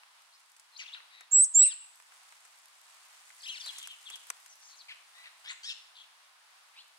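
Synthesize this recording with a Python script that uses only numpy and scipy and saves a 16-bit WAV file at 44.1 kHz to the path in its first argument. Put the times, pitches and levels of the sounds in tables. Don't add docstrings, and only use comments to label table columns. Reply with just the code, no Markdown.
import sys
import numpy as np
from scipy import signal
from scipy.fft import rfft, irfft
from scipy.io import wavfile
from scipy.ndimage import uniform_filter1d

SR = 44100
rng = np.random.default_rng(int(sys.argv[2]) if len(sys.argv) > 2 else 0)


def to_wav(s):
    ch = np.atleast_2d(s).T
    pcm = np.round(np.clip(ch, -1, 1) * 32767)
    wavfile.write(sys.argv[1], SR, pcm.astype(np.int16))


N = 307818
TIME = np.arange(N) / SR


def undb(db):
    return 10 ** (np.asarray(db) / 20)


def unit(x):
    return x / np.sqrt(np.mean(x ** 2))


def add(track, start_s, sound):
    i = max(int(start_s * SR), 0)
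    track[i:i + len(sound)] += sound[:max(N - i, 0)]


def wander(rate_hz, size):
    steps = np.arange(size) * rate_hz / SR
    values = rng.standard_normal(size // 8 + 2)
    return 1.2 * np.interp(steps, np.arange(len(values)), values)


def colour(x, spectrum):
    hz, db = np.transpose(spectrum)
    bins = np.maximum(np.fft.rfftfreq(N, 1 / SR), 1)
    return irfft(rfft(x) * undb(np.interp(np.log(bins), np.log(hz), db)), N)


def diffuse_field():
    coherence = .98 * np.sinc(np.fft.rfftfreq(N, 1 / SR) / 1500)
    mid = irfft(rfft(rng.standard_normal(N)) * np.sqrt(1 + coherence), N)
    side = irfft(rfft(rng.standard_normal(N)) * np.sqrt(1 - coherence), N)
    return np.array([mid + side, mid - side])


# f/Hz, relative level/dB
HUSH_SPECTRUM = [(24, -69), (40, -45.5), (120, -48.5), (183, -38.5), (294, -27), (438, -21.5), (653, -8.5),
                 (722, -6), (797, -4), (1050, 0), (2270, -3.5), (4680, -6), (6810, -12.5), (9410, -10.5),
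                 (13300, -22.5), (15500, -24)]
def hush(swell_db):
    level_db = -61.5 + 0.75 * swell_db + 0.78 * wander(9.9, N)
    return unit(colour(diffuse_field(), HUSH_SPECTRUM)) * undb(level_db)


# f/Hz, relative level/dB
RUSTLE_SPECTRUM = [(200, -40), (800, -11.5), (2000, 5), (4000, -1.5), (8500, 6), (11000, -4), (15500, -14)]
def rustle(motion):
    grains = undb(2.5 * wander(500, N) + 1.0 * wander(25, N))
    return unit(colour(diffuse_field() * grains, RUSTLE_SPECTRUM)) * motion * undb(10.5)


def burst(hz, t60, spread):
    t = np.arange(SR // 10) / SR
    attack = 1 - np.exp(-t / 0.000074)
    force = rng.standard_normal(len(t)) * undb(-60 * t / t60) * attack
    resonance = signal.butter(2, [hz / spread, hz * spread], "band", fs=SR, output="sos")
    return signal.sosfilt(resonance, force) * np.sqrt(SR / (2 * hz))


def crackle(motion, per_s=30):
    out = np.zeros((2, N))
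    for when, chance in rng.random((int(per_s * N / SR), 2)):
        size = undb(5.5 * np.minimum(-np.log(1 - chance), np.pi))
        for port in out:
            add(port, when * N / SR, size * burst(hz=7340, t60=0.015, spread=1.75))
    return out * motion * undb(7)


# t/s, air level/dB, rustle level/dB (both relative)
SWELLS = [(0.0, -71, -79.5), (0.56, -73.5, -74), (0.95, -69, -79), (1.32, -72, -76.5), (1.5, -70.5, -89),
          (1.79, -71.5, -76.5), (2.29, -69.5, -71), (2.72, -70, -73.5), (3.07, -68.5, -70.5),
          (3.6, -69, -66), (3.73, -65.5, -61.5), (3.87, -70, -67), (4.18, -67, -68.5), (4.61, -71, -72.5),
          (5.25, -69, -74), (5.62, -71, -74), (5.89, -69.5, -76.5), (6.98, -71, -75.5)]
def background():
    times, air_db, rustle_db = np.transpose(SWELLS)
    swell_db = np.interp(TIME, times, air_db - np.percentile(air_db, 20))
    power = undb(rustle_db) ** 2
    excess_power = np.maximum(power - np.percentile(power, 20), 0)
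    motion = np.sqrt(np.interp(TIME, times, excess_power))
    return hush(swell_db) + rustle(motion) + crackle(motion)


# t/s, crack gain/dB, knock gain/dB, 60 dB decay time of the crack/s
IMPACTS = [ (.034, -56, -43.5, 0.0032), (.565, -54, -65, 0.036), (0.597, -46.5, -61, 0.024),
           (0.948, -69, -47, 0.014), (1.003, -72, -50, .015), (1.208, -46, -46.5, 0.023),
           (1.317, -44, -45.5, .009), (2.0004, -48, -48, 0.0082), (2.023, -46.5, -58.5, .008),
           (2.323, -49.5, -49, 0.014), (2.121, -65, -55.5, 0.032), (2.451, -51, -58, 0.036),
           (3.303, -60, -49, 0.017), (3.42, -45, -62, .01), (3.66, -42, -48, 0.077),
           (3.783, -37, -54, 0.051), (3.827, -43, -53.5, 0.047), (3.873, -30.5, -42, 0.0078),
           (4.101, -39.5, -47, 0.03), (4.156, -42.5, -58.5, 0.058), (4.3017, -21.5, -34, 0.004),
           (4.3032, -26.5, -32, 0.01), (4.461, -42, -53, 0.016)]
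def ticks():
    out = np.zeros((2, N))
    for start_s, crack_db, knock_db, crack_t60 in IMPACTS:
        knock_t60 = 1.9 * crack_t60
        body = burst(hz=461, t60=knock_t60, spread=1.1) * undb(-23)
        for port in out:
            crack = burst(hz=7340, t60=crack_t60, spread=1.41)
            knock = burst(hz=1500, t60=knock_t60, spread=1.635) + body
            add(port, start_s, crack * undb(crack_db) + knock * undb(knock_db))
    return out


def trees(x, wet_db, t60, first_s, build_s):
    t = np.arange(SR) / SR
    echoes = rng.standard_normal((2, SR)) * undb(3.93 * rng.standard_normal((2, SR)))
    echoes *= np.clip((t - first_s) / build_s, 0, 1) * undb(-60 * t / t60)
    echoes /= np.sqrt(np.sum(echoes ** 2, axis=1, keepdims=True))
    return undb(wet_db) * signal.fftconvolve(x[None], echoes, axes=1)[:, :N]


def syrinx(hz, overtone_db):
    phase = 2 * np.pi * np.cumsum(hz) / SR
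    return sum(undb(overtone_db * (k - 1)) * np.sin(k * phase) * (k * hz < SR / 2) for k in range(1, 6))


def glide(contour, fade_s):
    times, hz, db = np.transpose(contour)
    t = np.arange(times[0], times[-1], 1 / SR)
    fade = np.clip(np.minimum(t - t[0], t[-1] - t) / fade_s, 0, 1)
    return np.interp(t, times, hz), fade * undb(np.interp(t, times, db))


def arch(progress):
    return np.maximum(np.sin(np.pi * progress), 0)


def chirp(hz, bright_db, roughness):
    size = len(hz)
    overtone_db = np.minimum(bright_db - 4 - 5.5 * np.log2(hz / 1730), 1)
    jitter = 1 + 0.075 * roughness * wander(900, size)
    flutter = undb(2 * roughness * wander(400, size))
    rasp = 1 + 1.5 * roughness * wander(1800, size)
    return syrinx(hz * jitter, overtone_db) * flutter * rasp


# (t/s, f/Hz, source level/dB)
WARBLE_CONTOURS = [ (-8, .36, 1, [(.72, 4194, -67), (.752, 4075, -59.5), (.769, 4270, -42),
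                   (.786, 6870, -49), (.80, 6800, -43), (.824, 5414, -44.5), (.845, 2870, -53.5),
                   (.872, 2500, -39)]), (-8.5, 0.23, 1, [(.872, 3190, -59), (.881, 3750, -44.5),
                   (.897, 2748, -47), (.917, 2900, -53), (.944, 4113, -37.5), (.953, 1950, -38.5),
                   (.97, 1430, -38), (.992, 1268, -41.5)]), (-0.5, 0.18, 1, [(1.578, 1858, -50),
                   (1.592, 1611, -39), (1.62, 2033, -43), (1.635, 2900, -37), (1.66, 2677, -34),
                   (1.677, 1830, -46), (1.696, 1961, -42.5), (1.722, 1530, -40), (1.74, 1260, -53)]),
                   (0.5, 0.23, 1, [(3.43, 1512, -45.5), (3.455, 1859, -40), (3.468, 3440, -37),
                   (3.479, 2499, -40.5), (3.497, 3315, -35), (3.545, 2684, -39), (3.562, 1840, -37.5),
                   (3.589, 1250, -47)]), (3, 0.32, 0.8, [(5.63, 1547, -47), (5.648, 1598, -42),
                   (5.667, 1864, -42.5), (5.69, 1869, -40), (5.706, 1547, -44), (5.724, 1416, -48.5),
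                   (5.733, 1194, -50)])]
def warbles():
    for bright_db, roughness, leftward, contour in WARBLE_CONTOURS:
        hz, amplitude = glide(contour, fade_s=0.0045)
        smooth_hz = uniform_filter1d(hz, size=350)
        yield contour[0][0], leftward, chirp(smooth_hz, bright_db, roughness) * amplitude


# t/s, duration/s, centre f/Hz, glide/octaves, source level/dB, brightness/dB, roughness, leftward (0-1)
SLUR_NOTES = [ (0.319, .06, 4860, 0.37, -61, -8, 0.7, 0.6),
              (0.789, .034, 4590, -0.11, -49.5, -8, 0.38, 0.9),
              (.783, 0.052, 2700, -0.42, -43.5, 0.5, 0.52, 0.9),
              (0.787, 0.057, 1950, -0.77, -38.5, -8.5, 0.6, 0.84),
              (1.087, 0.17, 1932, -0.02, -50, -4, 0.45, 1),
              (1.577, .034, 5155, 0.26, -42, -11.5, 0.3, 0.95), (1.606, 0.033, 3950, 0.2, -40, -6, 0.42, 1),
              (1.811, 0.041, 2800, -0.19, -54.5, -16, 0.32, 1),
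              (3.401, .014, 4770, -0.45, -48, -5.5, .2, 0.9), (3.424, .028, 4880, 0.25, -46.5, -6, 0.65, 1),
              (3.481, 0.025, 4080, 0.12, -40.5, -16, 0.2, .95),
              (3.597, 0.023, 5500, -0.52, -39.5, -10, 0.2, 1),
              (3.598, 0.031, 3450, -0.29, -42, 3, 0.23, 0.93), (3.625, .04, 4650, -0.014, -43, -9, 0.44, 1),
              (3.665, .047, 3700, -.65, -38.5, -10, .35, 0.95),
              (3.655, .036, 4050, .15, -43.5, -10, 0.27, 0.87),
              (3.734, 0.079, 3300, 0.26, -51, -11.5, 1, 0.7),
              (3.811, .06, 3100, -0.51, -44, -5.5, 0.7, 0.8),
              (3.879, 0.074, 3100, -0.29, -44, -14, 0.5, 0.72),
              (4.054, 0.052, 3154, -0.67, -43, -9, 0.35, 0.91),
              (4.101, 0.028, 3310, .25, -44, -7, 0.2, 0.9),
              (4.121, 0.045, 3390, -0.47, -42, -14, 0.42, 0.8),
              (4.483, 0.061, 6250, -.25, -49.5, -3.5, 0.4, 0.89),
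              (4.607, .13, 6350, 0.14, -50.5, -4, 0.83, 0.94),
              (4.691, 0.081, 4350, -0.15, -57.5, -8, .5, 0.9),
              (4.755, .076, 5250, -1.4, -50.5, -10, 0.59, 1), (4.882, .044, 1950, -.8, -37, -8, 0.45, 0.6),
              (4.888, 0.065, 2450, -.35, -46, -9, 0.91, 0.58),
              (5.131, 0.12, 1965, 0.15, -44, -9, 0.23, 0.68),
              (5.233, .06, 1940, -0.35, -43, -8.5, .8, 0.63),
              (5.442, .055, 1750, 0.43, -38, -3.5, 0.56, 0.71), (5.471, .06, 3615, 0.2, -47, -7, 0.68, 1),
              (5.491, .04, 1793, -0.78, -31, -10, 0.68, 0.88),
              (5.483, .055, 7500, 0, -42.5, -7, 1.08, 0.84), (5.651, .04, 5500, -0.081, -38, -3, 0.34, 0.6),
              (5.675, .055, 5330, 0.0091, -41.5, 6.5, 0.3, .65),
              (5.676, .056, 3470, -0.66, -37.5, -4.5, 0.33, 0.71),
              (5.679, 0.042, 2650, 0.015, -41.5, 2.5, 0.42, 0.75),
              (5.938, 0.12, 3400, -0.44, -54.5, -2.5, 0.89, 0.9),
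              (6.741, 0.081, 2750, 1, -50.5, -8.5, 0.42, 0.27),
              (6.759, .068, 4120, 0.27, -54, -8, 0.37, 0.32)]
def slurs(sag_octaves=0.1):
    for start_s, length_s, centre_hz, octaves, db, bright_db, roughness, leftward in SLUR_NOTES:
        progress = np.linspace(0, 1, int(length_s * SR))
        hz = centre_hz * 2 ** (octaves * (progress - .5) - sag_octaves * (2 * progress - 1) ** 2)
        envelope = arch(progress) ** 0.6 * undb(db)
        yield start_s, leftward, chirp(hz, bright_db, roughness) * envelope


# f/Hz, gain/dB
THROAT_RESPONSE = [(300, -45), (900, -17), (1700, -15.5), (2500, -3.5), (3300, -2), (4300, 0), (5500, -6),
                   (7500, -9.5), (13000, -19)]
def chatterers(full_left_lag_s=0.00025, full_left_db=5):
    voice, direct = np.zeros(N), np.zeros((2, N))
    for start_s, leftward, note in [*warbles(), *slurs()]:
        left_gain = undb(leftward * full_left_db / 2)
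        add(voice, start_s, note)
        add(direct[0], start_s, note * left_gain)
        add(direct[1], start_s + leftward * full_left_lag_s, note / left_gain)
    voice = colour(voice, THROAT_RESPONSE)
    near_twigs = trees(voice, wet_db=-9, t60=0.07, first_s=0.00072, build_s=0.002)
    far_trunks = trees(voice, wet_db=-8, t60=0.58, first_s=0.0064, build_s=0.017)
    return colour(direct, THROAT_RESPONSE) + near_twigs + far_trunks


def place(x, left_db, lag_samples):
    return np.array([x * undb(left_db / 2), np.roll(x, lag_samples) * undb(-left_db / 2)])


def voice_break(hz, top_sample, width_s=0.003, jitter_hz=600):
    half_phase = np.pi * np.cumsum(hz + jitter_hz * wander(1500, len(hz))) / SR
    from_top_s = (np.arange(len(hz)) - top_sample) / SR
    envelope = np.exp(-(from_top_s / width_s) ** 2) * undb(-52.5)
    return (np.sin(half_phase) + np.sin(3 * half_phase)) * envelope


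def second_voice(target_hz, length_s=0.0068, rise_octaves=0.23):
    progress = np.linspace(0, 1, int(length_s * SR))
    hz = target_hz * 2 ** (-rise_octaves * (1 - progress) ** 2)
    return syrinx(hz, overtone_db=-19) * arch(progress) * undb(-28)


# t/s, f/Hz, source level/dB
WHISTLE_CONTOURS = [
    [(1.311, 6870, -43), (1.318, 7450, -31), (1.333, 7603, -17.5), (1.368, 7680, -14), (1.395, 7900, -16),
     (1.417, 7980, -15), (1.438, 8470, -16.5), (1.443, 7620, -21.5), (1.450, 4700, -42.5)],
    [(1.539, 6790, -40.5), (1.547, 7040, -25), (1.557, 7326, -14.5), (1.585, 7485, -15),
     (1.606, 7740, -12.5), (1.634, 7914, -14.5), (1.658, 8140, -21), (1.675, 8350, -19.5),
     (1.683, 6750, -40)],
]
def whistler():
    voice = np.zeros(N)
    for contour in WHISTLE_CONTOURS:
        start_s = contour[0][0]
        hz, amplitude = glide(contour, fade_s=0.002)
        jitter_hz = 8 + 55 * np.linspace(0, 1, len(hz)) ** 2
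        unsteady_hz = hz + jitter_hz * wander(600, len(hz))
        add(voice, start_s, syrinx(unsteady_hz, overtone_db=-45) * amplitude)
        add(voice, start_s, voice_break(unsteady_hz, top_sample=np.argmax(hz)))
        add(voice, start_s + 0.0091, second_voice(target_hz=contour[2][1]))
    direct = place(voice, left_db=-3.4, lag_samples=0)
    echo = place(np.roll(voice, int(0.033 * SR)), left_db=4, lag_samples=3) * undb(-22)
    near_twigs = trees(voice, wet_db=-7, t60=0.075, first_s=0.0026, build_s=0.004)
    far_trunks = trees(voice, wet_db=-18.5, t60=0.54, first_s=0.023, build_s=0.016)
    return direct + echo + near_twigs + far_trunks


def scene():
    return whistler() + chatterers() + ticks() + background()


def record(dry):
    bass_cut = signal.butter(1, 170, "high", fs=SR, output="sos")
    top_cut = signal.ellip(10, .2, 80, 15750, fs=SR, output="sos")
    return signal.sosfilt(top_cut, signal.sosfilt(bass_cut, dry))


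dry = scene()
out = record(dry)
to_wav(out)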